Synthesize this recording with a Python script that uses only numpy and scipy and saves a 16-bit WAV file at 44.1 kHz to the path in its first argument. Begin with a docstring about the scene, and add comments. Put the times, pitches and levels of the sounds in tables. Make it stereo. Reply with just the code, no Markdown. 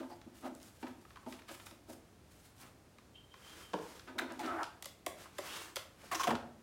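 """Unwrapping a cardboard box

In a small quiet room, a satin ribbon is untied and drawn off a stiff box on a table. Hands nudge the
box; its tight lid is dragged free, snaps at the fold as it swings open, then scrapes down behind the
box and lands. Sliding friction gives the rustle, stick-slip the chatter, and impacts excite the damped
modes of the card. One microphone, a couple of metres away, receives direct and reverberant sound."""
import sys
import numpy as np
from scipy import signal
from scipy.fft import rfft, irfft, next_fast_len
from scipy.io import wavfile
from scipy.ndimage import uniform_filter1d

SR = 44100
rng = np.random.default_rng(int(sys.argv[2]) if len(sys.argv) > 2 else 0)


def transcribe(signal):
    """Save signal, clipped to [-1, 1], as a 16-bit WAV file at the path in sys.argv[1]."""
    frames = np.atleast_2d(signal).T
    limited = np.clip(frames, -1, 1)
    pcm = np.round(limited * 32767).astype(np.int16)
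    wavfile.write(sys.argv[1], SR, pcm)


N = 291942
T = np.arange(N) / SR


def undb(db):
    """Amplitude ratio of a level in decibels."""
    return 10 ** (np.asarray(db) / 20)

def unit(x):
    """Normalisation to rms 1."""
    return x / np.sqrt(np.mean(x ** 2))

def peak_at(x, db):
    """Normalisation of the loudest 10 ms to an rms level."""
    return x * undb(db) / np.sqrt(uniform_filter1d(x ** 2, size=441).max())

def add(track, time, x):
    """Superposition of x on the track from a time in seconds."""
    i = int(round(time * SR))
    x, i = x[max(-i, 0):], max(i, 0)
    track[i:i + len(x)] += x[:N - i]

def colour(x, points):
    """Spectral shaping by (frequency [Hz], gain [dB]) points."""
    hz, db = np.transpose(points)
    size = next_fast_len(len(x))
    f = np.maximum(np.fft.rfftfreq(size, 1 / SR), 1)
    gain = undb(np.interp(np.log(f), np.log(hz), db))
    return irfft(rfft(x, size) * gain, size)[:len(x)]

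def resonance(x, hz, width):
    """A damped oscillator: two-pole band-pass, gain 1 at the centre."""
    g, k = np.tan(np.pi * min(hz / SR, .45)), width / hz
    return signal.lfilter([g * k, 0, -g * k], [1 + g * k + g * g, 2 * g * g - 2, 1 - g * k + g * g], x)

def band(x, hz, width):
    """Two resonators in cascade give steep skirts."""
    return resonance(resonance(x, hz, width), hz, width)

def ring(x, modes):
    """Modal superposition: a panel's modes sound together; little radiates below the lowest."""
    y = sum(undb(db) * resonance(resonance(x, hz, width), hz, 1.73 * width) for hz, width, db in modes)
    return signal.sosfilt(signal.butter(4, 0.7 * modes[0][0], "high", fs=SR, output="sos"), y)

def bend(x, travel_at_1khz_s=0.002988):
    """Dispersion: short bending waves cross the card faster, so a click becomes a falling chirp."""
    size = next_fast_len(len(x))
    f = np.fft.rfftfreq(size, 1 / SR)
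    turns = travel_at_1khz_s * (2 * np.sqrt(1000 * f) - f / 2)
    return irfft(rfft(x, size) * np.exp(-2j * np.pi * turns), size)[:len(x)]

def grit(n, rate, spread_db):
    """Shot noise: fibres catch and let go in uneven impulses, at a mean rate per second."""
    caught = rng.random(n) < rate / SR
    impulses = caught * rng.standard_normal(n)
    return unit(impulses * undb(spread_db * np.minimum(rng.exponential(size=n), 4)) + 1e-9)

def walk(rate):
    """Random modulation with a spread near 1, through `rate` points per second."""
    knots = rng.standard_normal(int(N / SR * rate) + 2)
    return np.interp(T * rate, np.arange(len(knots)), knots)

def gliding(hz, width):
    """Narrow-band noise: friction in one resonance whose centre moves."""
    slow = signal.sosfilt(signal.butter(2, width / 2, fs=SR, output="sos"), rng.standard_normal((2, N)))
    carrier = np.exp(2j * np.pi * np.cumsum(hz) / SR)
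    return unit(np.real((slow[0] + 1j * slow[1]) * carrier))

def strokes(rows):
    """Incoherent addition: hand strokes speed up and slow down, and their powers sum to one envelope."""
    power = 0
    for time, db, rise in rows:
        width_s = np.where(T < time, rise, 0.037 + 0.59 * rise)
        power += undb(db) ** 2 * np.exp(-2 * ((T - time) / width_s) ** 2)
    return np.sqrt(power)

def sliding(rows, spectrum, gain_db, spread_db, flutter_db):
    """Sliding friction: fine noise of cloth or skin, fluttering with the pressure."""
    fibres = unit(colour(grit(N, rate=20000, spread_db=spread_db), spectrum))
    return fibres * strokes(rows) * undb(gain_db + flutter_db * walk(60))

def touch(rise, fall):
    """A transient contact builds and decays; returns its lead time, time axis and grainy force."""
    lead = 3 * rise
    t = np.arange(int((lead + 6 * fall + .1) * SR)) / SR - lead
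    pressure = np.exp(-(np.minimum(t, 0) / rise) ** 2 - np.maximum(t, 0) / fall)
    return lead, t, pressure * grit(len(t), rate=24000, spread_db=1.0)

def blows(rows, modes, push=0.34, breadth=1.73, crack_hz=1450, corner_hz=2800, db_per_octave=13.5,
          release_s=0.0024, release_share=1.47):
    """Impact excitation: hardness (contact noise over body level) also wakes the higher modes."""
    out = np.zeros(N)
    for time, db, rise, hardness_db in rows:
        lead, t, force = touch(rise, release_s + release_share * rise)
        shove = force / np.linalg.norm(force)
        shove[np.searchsorted(t, 0)] += push  # one impulse on top of the grainy slip
        pole = np.exp(-2 * np.pi * corner_hz * 2 ** (hardness_db / db_per_octave) / SR)
        body = ring(signal.lfilter([1 - pole], [1, -pole], shove), modes)
        hz = crack_hz * (0.0019 / rise) ** 0.13  # a slow contact sounds lower
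        crack = band(force, hz, breadth * hz)
        add(out, time - lead, peak_at(crack, db + hardness_db))
        add(out, time - lead + 0.0005, peak_at(body, db))  # the whole panel follows the contact spot
    return out

def room(x, wet_db, treble_db=-0.15, gap_s=0.0053):
    """Reverberation: the walls add a diffuse tail whose treble dies first."""
    # Room decay: (frequency [Hz], reverberation time [s])
    decay_times = [(150, 0.65), (450, 0.6), (1200, 0.45), (6000, 0.36), (14000, 0.32)]
    hz, t60 = np.transpose(decay_times)
    t = T[:SR // 2]
    noise = rfft(rng.standard_normal(len(t)))
    octave = np.log2(np.clip(np.fft.rfftfreq(len(t), 1 / SR), 125, 16000))
    onset = np.clip(t / gap_s - 1, 0, 1)
    tail = 0
    for centre in 125 * 2 ** np.arange(8):
        octave_noise = irfft(noise * np.maximum(1 - abs(octave - np.log2(centre)), 0), len(t))
        decay = onset * np.exp(-np.log(1000) * t / np.interp(np.log(centre), np.log(hz), t60))
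        gain = undb(wet_db + treble_db * min(centre / 4000, 1))
        tail += gain * octave_noise * decay / np.linalg.norm(decay)
    return x + signal.fftconvolve(x, tail)[:N]

def all_round(source, wet_db, count=3):
    """Directivity: a panel sounds different each way; one way arrives direct, the walls blend several."""
    sides = [source() for _ in range(count)]
    return sides[0] + sum(room(x, wet_db) - x for x in sides) / np.sqrt(count)

def background(air_db=-62.5, hum_hz=101.3, hum_db=-75):
    """Ambient noise: still room air and a faint, amplitude-modulated hum."""
    # Room air: (frequency [Hz], relative spectral density [dB])
    spectrum = [(25, -40), (40, -7), (70, 3), (130, -2), (280, -4), (950, -14.5), (3000, -22.5),
                (9000, -27.5), (16000, -34.5)]
    air = unit(colour(rng.standard_normal(N), spectrum)) * undb(air_db)
    hum = np.sqrt(2) * np.sin(2 * np.pi * hum_hz * T) * undb(hum_db - 3 * walk(11))
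    return air + hum

def brush():
    """Sliding friction of palms, sleeves and the lid's rim on the card."""
    # Strokes: (time of top speed [s], relative level [dB], rise [s])
    passes = [(3.56, -60.5, 0.16), (3.9, -62, 0.18), (4.52, -67, 0.21), (5.21, -60, 0.038),
              (5.47, -59, 0.058), (5.55, -52.5, 0.15), (6.08, -64, 0.1), (6.21, -52.5, 0.072)]
    # Friction noise: (frequency [Hz], relative spectral density [dB])
    spectrum = [(150, -7.5), (350, 11.5), (600, 4.5), (1100, 10), (3500, 3.8), (6000, 1.5), (9500, -1.5),
                (16000, -9)]
    return sliding(passes, spectrum, gain_db=4.0, spread_db=-0.1, flutter_db=1.5)

def squeak(hz=3150, width_hz=106, waver_hz=30):
    """Friction-induced vibration half locks into a rough, wavering whistle over a little rub."""
    # Hands slide along the edges: (time of top speed [s], relative level [dB], rise [s])
    slides = [(3.158, -59.5, .01), (3.32, -68, .015), (3.485, -64.5, 0.055), (3.64, -65, 0.045)]
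    whistle = gliding(hz + waver_hz * walk(25), width_hz) * undb(walk(300))
    rub = undb(-5) * unit(band(rng.standard_normal(N), hz=3020, width=750))
    return (whistle + rub) * strokes(slides)

def swing(time=5.53, centre_hz=3090, octaves_per_s=3.5, db=-52, rise_s=0.06):
    """Friction at the lid's rim drives a resonance that rises as the lid swings up."""
    hz = centre_hz * 2 ** np.clip(octaves_per_s * (T - time), -1, 1)
    return gliding(hz, width=870) * undb(walk(270)) * strokes([(time, db, rise_s)])

def ribbon():
    """Sliding friction of satin on itself and on card, with tiny creases buckling at random."""
    # Pulls: (time of top speed [s], relative level [dB], rise [s])
    pulls = [(0, -65.5, 0.042), (.115, -69, 0.023), (.39, -66.5, 0.062), (.635, -62, 0.072),
             (.84, -68, 0.099), (1.08, -74, 0.19), (1.31, -60, 0.0482), (1.505, -59.5, 0.025),
             (1.63, -64.5, 0.1), (1.9, -59.5, 0.02), (2.34, -66.5, 0.054), (2.445, -67, 0.032),
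             (2.605, -57, 0.027)]
    # Satin hiss: (frequency [Hz], relative spectral density [dB])
    spectrum = [(300, -1), (900, 7.5), (4000, 3.5), (9500, 3.5), (16000, -3.5)]
    hiss = sliding(pulls, spectrum, gain_db=-0.2, spread_db=2.5, flutter_db=4.5)
    crinkle = unit(band(grit(N, rate=90, spread_db=0), hz=4200, width=9000))
    return hiss + crinkle * strokes(pulls) * undb(-10)

def tugs(release_s=0.0063):
    """Static friction gives way in the ribbon's knot in short, soft rustles."""
    # Slips: (time [s], level [dB], rise [s])
    slips = [(1.396, -58, 0.0068), (1.498, -48.5, 0.014), (1.548, -54.5, 0.0028), (1.6, -53.5, .0015),
             (1.668, -51, 0.001)]
    # Rustle: (frequency [Hz], relative spectral density [dB])
    spectrum = [(200, -20), (700, -1.5), (1300, 0), (3000, -3), (5000, -12.5), (16000, -26)]
    out = np.zeros(N)
    for time, db, rise in slips:
        lead, _, force = touch(rise, release_s)
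        add(out, time - lead, peak_at(colour(force, spectrum), db))
    return out

def ticks(decay_cycles=7.5, gain_db=-5.5):
    """Buckling: creases flip with a hollow tone from the card; the large, low ones are slower."""
    # Creases and catches of ribbon, leather and card: (time [s], relative level [dB], centre [Hz])
    creases = [(.215, -53, 2240), (0.551, -51.5, 7460), (.63, -51, 6100), (.832, -47, 1535),
               (1.052, -52.5, 1450), (1.106, -54, 1885), (1.159, -49, 1590), (1.171, -46.5, 1484),
               (1.325, -44, 2176), (1.338, -56, 2280), (1.42, -53, 2180), (1.711, -50.5, 2430),
               (2.985, -53.5, 2030), (3.341, -49, 1735), (3.996, -47, 2850), (4.322, -50.5, 8000),
               (4.394, -45, 4300), (4.462, -43.5, 3640), (4.632, -38, 3580), (4.641, -39.5, 2190),
               (4.845, -43, 3620), (5.065, -40, 9740), (5.257, -48, 1270), (5.385, -42, 1924),
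               (5.767, -32, 2510), (6.273, -35, 2600)]
    out = np.zeros(N)
    for time, db, hz in creases:
        fall = decay_cycles / hz
        lead, _, force = touch(0.32 * fall, fall)
        hollow = undb(7) * band(force, hz=1100, width=650)
        add(out, time - lead, peak_at(band(force + hollow, hz, 1.53 * hz), db + gain_db))
    return bend(out)

def nudges():
    """Hands shift the closed box and excite its damped modes."""
    # Contacts: (time [s], level [dB], rise [s], hardness [dB])
    contacts = [(.004, -42, .004, -14), (.03, -48.5, .006, -11.5), (.264, -49, 0.0023, -44),
                (.445, -41.5, 0.02, -15), (.476, -49, 0.0088, -26), (.51, -51.5, 0.0036, -36),
                (.829, -40.5, 0.0022, -10), (.869, -51, 0.003, -1), (1.263, -42.5, 0.000984, -18),
                (1.33, -55.5, 0.0063, -8), (1.502, -51, 0.0031, -10), (1.713, -55.5, .0015, -24),
                (1.895, -48.5, 0.018, -22), (2.635, -62.5, 0.023, 4.5), (4.084, -51, 0.013, -0.5),
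                (4.165, -48.5, 0.023, -18), (4.21, -41, .012, -6), (4.243, -48, 0.016, -16),
                (4.31, -45, 0.016, -5), (4.38, -53, 0.014, -26), (4.452, -44, 0.031, -1.5)]
    # Closed box: (frequency [Hz], bandwidth [Hz], gain [dB])
    modes = [(256, 26.6, 4.5), (331, 90, 1), (443, 110, -10.5), (541, 31, -3), (653, 70, -2), (796, 81, -5),
             (890, 67, -4.5), (1130, 190, -12.5)]
    return blows(contacts, modes, push=0.31, corner_hz=3290, db_per_octave=7.0,
                 release_s=0.0097, release_share=1.0)

def claps():
    """Impacts of the fingers, then the palm, set the box ringing."""
    # Contacts: (time [s], level [dB], rise [s], hardness [dB])
    contacts = [(3.734, -38, 0.00045, -10), (3.7395, -33, .0015, -11.5), (3.755, -40, 0.00069, -26),
                (3.789, -43.5, 0.000675, -12)]
    # Closed box pressed on the table: (frequency [Hz], bandwidth [Hz], gain [dB])
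    modes = [(182, 67, 0), (308, 53, 1.5), (458, 69, 5.5), (596, 92, 0.5), (950, 190, -4.5),
             (1390, 470, -18.5)]
    return blows(contacts, modes)

def thumps():
    """Coupled vibration: the lid bumps and lands, and box and table ring together."""
    # Contacts: (time [s], level [dB], rise [s], hardness [dB])
    contacts = [(6.033, -54.5, 0.007, -16), (6.279, -35, 0.0032, -4.5), (6.308, -35, 0.0046, -4),
                (6.328, -34, .006, -29), (6.3535, -40, 0.0016, -2)]
    # Open box and table top: (frequency [Hz], bandwidth [Hz], gain [dB])
    modes = [(94.5, 25, -8), (175, 38, -5), (228, 38, 5), (335, 47, -3.5), (450, 65, -1.5), (545, 59, 1),
             (693, 60, -1.5), (836, 66, -4), (1100, 580, -13.5)]
    return blows(contacts, modes)

def snaps():
    """Sudden release launches bending waves as the lid lets go and its fold snaps."""
    # Releases: (time [s], level [dB], rise [s], hardness [dB])
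    releases = [(4.825, -57.5, 0.00033, 13), (4.8575, -48, 0.00026, 4.5), (5.0642, -35, 0.00049, -4.5),
                (5.3845, -38.5, 0.00092, -6.5), (5.759, -50.5, 0.0003, 11.5), (5.7655, -41.5, 0.00052, -1)]
    # Free lid: (frequency [Hz], bandwidth [Hz], gain [dB])
    modes = [(396, 150, -11), (573, 130, -3), (690, 46, -14), (1032, 150, -12), (2096, 760, -13.5),
             (3100, 490, -14)]
    return bend(blows(releases, modes, push=0.77, breadth=4.4, crack_hz=2940, corner_hz=3870,
                      db_per_octave=3.0, release_s=0.002, release_share=4.1))

def drags(uneven_db=3.0, swell_db=3.5, focus_db=5):
    """Stick-slip: the card's edge chatters once per slip, the box walls ring and the paper rasps."""
    # Jerks: (time [s], length [s], starting slip rate [Hz], final slip rate [Hz], chatter level [dB],
    # roughness [0-1], wall level [dB], rasp level [dB], rasp resonance [Hz])
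    jerks = [(.1, 0.041, 870, 854, -52.5, 0.14, -55.5, -61.5, 4600),
             (0.441, 0.042, 761, 693, -47.5, 0.22, -49, -54, 1550),
             (4.181, 0.019, 1497, 1680, -41, 0.13, -50, -42, 2030),
             (4.187, 0.0026, 4500, 3500, -37, 0.01, -60, -45.5, 5430),
             (4.191, 0.0054, 2200, 1400, -33.5, 0.02, -44.5, -60, 2200),
             (4.39, 0.03, 888, 840, -43, .1, -44.5, -48.5, 2000),
             (4.424, 0.061, 319, 349, -43, 0.1, -56, -55, 2100),
             (4.47, 0.054, 1300, 1285, -39.5, 0.09, -45.5, -69, 2100),
             (4.513, 0.07, 1303, 1258, -45, 0.24, -41.5, -63, 2100),
             (4.578, 0.057, 842, 833, -40, 0.17, -46, -61, 2080),
             (4.584, 0.054, 1392, 1338, -40, 0.19, -54, -68, 2110),
             (6.112, 0.0292, 1221, 997, -38, 0.05, -40, -40.5, 1920),
             (6.144, 0.015, 1086, 980, -43, 0.13, -41.5, -37, 5900),
             (6.194, 0.027, 1125, 1054, -33, 0.06, -51, -40, 5800),
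             (6.232, 0.011, 3470, 3200, -46, 0.1, -62, -37, 3300),
             (6.236, 0.018, 1090, 1073, -39.5, 0.1, -48, -45, 6000),
             (6.27, 0.0164, 787, 647, -29, 0.1, -41, -42, 2600),
             (6.288, 0.012, 1050, 980, -34.5, 0.27, -41.5, -46, 2980),
             (6.304, 0.0129, 1308, 795, -31.5, 0.19, -42.5, -47, 1750)]
    # Box walls: (frequency [Hz], bandwidth [Hz], gain [dB])
    modes = [(333, 46, 8), (556, 69, -4), (707, 63, 10), (950, 130, -4), (1290, 930, -14.5)]
    # Paper rasp: (frequency [Hz], relative spectral density [dB])
    spectrum = [(150, -24), (500, 0), (1400, 6.5), (3300, 4.5), (4400, 1), (6200, -3.5), (8000, -2.5),
                (16000, -10.5)]
    out = np.zeros(N)
    for time, length, start_hz, end_hz, chatter_db, rough, walls_db, rasp_db, rasp_hz in jerks:
        t = np.arange(int((length + .05) * SR)) / SR
        edge_s = min(0.003, 0.18 * length)
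        progress = np.minimum(t / length, 1)
        grip = np.minimum(t / edge_s, 1) * np.exp(-np.maximum(t - length, 0) / edge_s)
        grip *= undb(swell_db * np.sin(np.pi * progress))
        travel = np.cumsum(start_hz * (end_hz / start_hz) ** progress) / SR  # in nominal slips
        jitter, strength = rng.standard_normal(size=(2, 1000))
        slips = np.cumsum(np.exp(rough * jitter)) - 1
        cycles = np.interp(travel, slips, np.arange(len(slips)))
        chatter = grip * np.sin(2 * np.pi * cycles) * undb(uneven_db * np.interp(travel, slips, strength))
        rub = grip * grit(len(t), rate=20000, spread_db=-0.5)
        walls = ring(rub, modes)
        rasp = colour(rub, spectrum) + undb(focus_db) * band(rub, rasp_hz, 0.38 * rasp_hz)
        add(out, time, peak_at(chatter, chatter_db) + peak_at(walls, walls_db) + peak_at(rasp, rasp_db))
    return out

def scene():
    """Superposition of the sources, each group with its own reflections, the same in both channels."""
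    rustle = ribbon() + tugs() + brush()
    box, hand, landing = nudges(), claps(), thumps()
    mono = room(rustle + squeak() + swing(), wet_db=-5.5)
    mono += room(box, wet_db=-4.5) + room(hand, wet_db=-4.5) + room(landing, wet_db=-6.5)
    mono += all_round(snaps, wet_db=-5.5) + all_round(ticks, wet_db=-5.5)
    mono += room(drags(), wet_db=-8)
    mono += background()
    return np.array([mono, mono])

def record(dry):
    """Band limiting: a steep low-pass at 16.1 kHz."""
    return signal.sosfilt(signal.ellip(10, .2, 70, 16100, fs=SR, output="sos"), dry)


dry = scene()
out = record(dry)
transcribe(out)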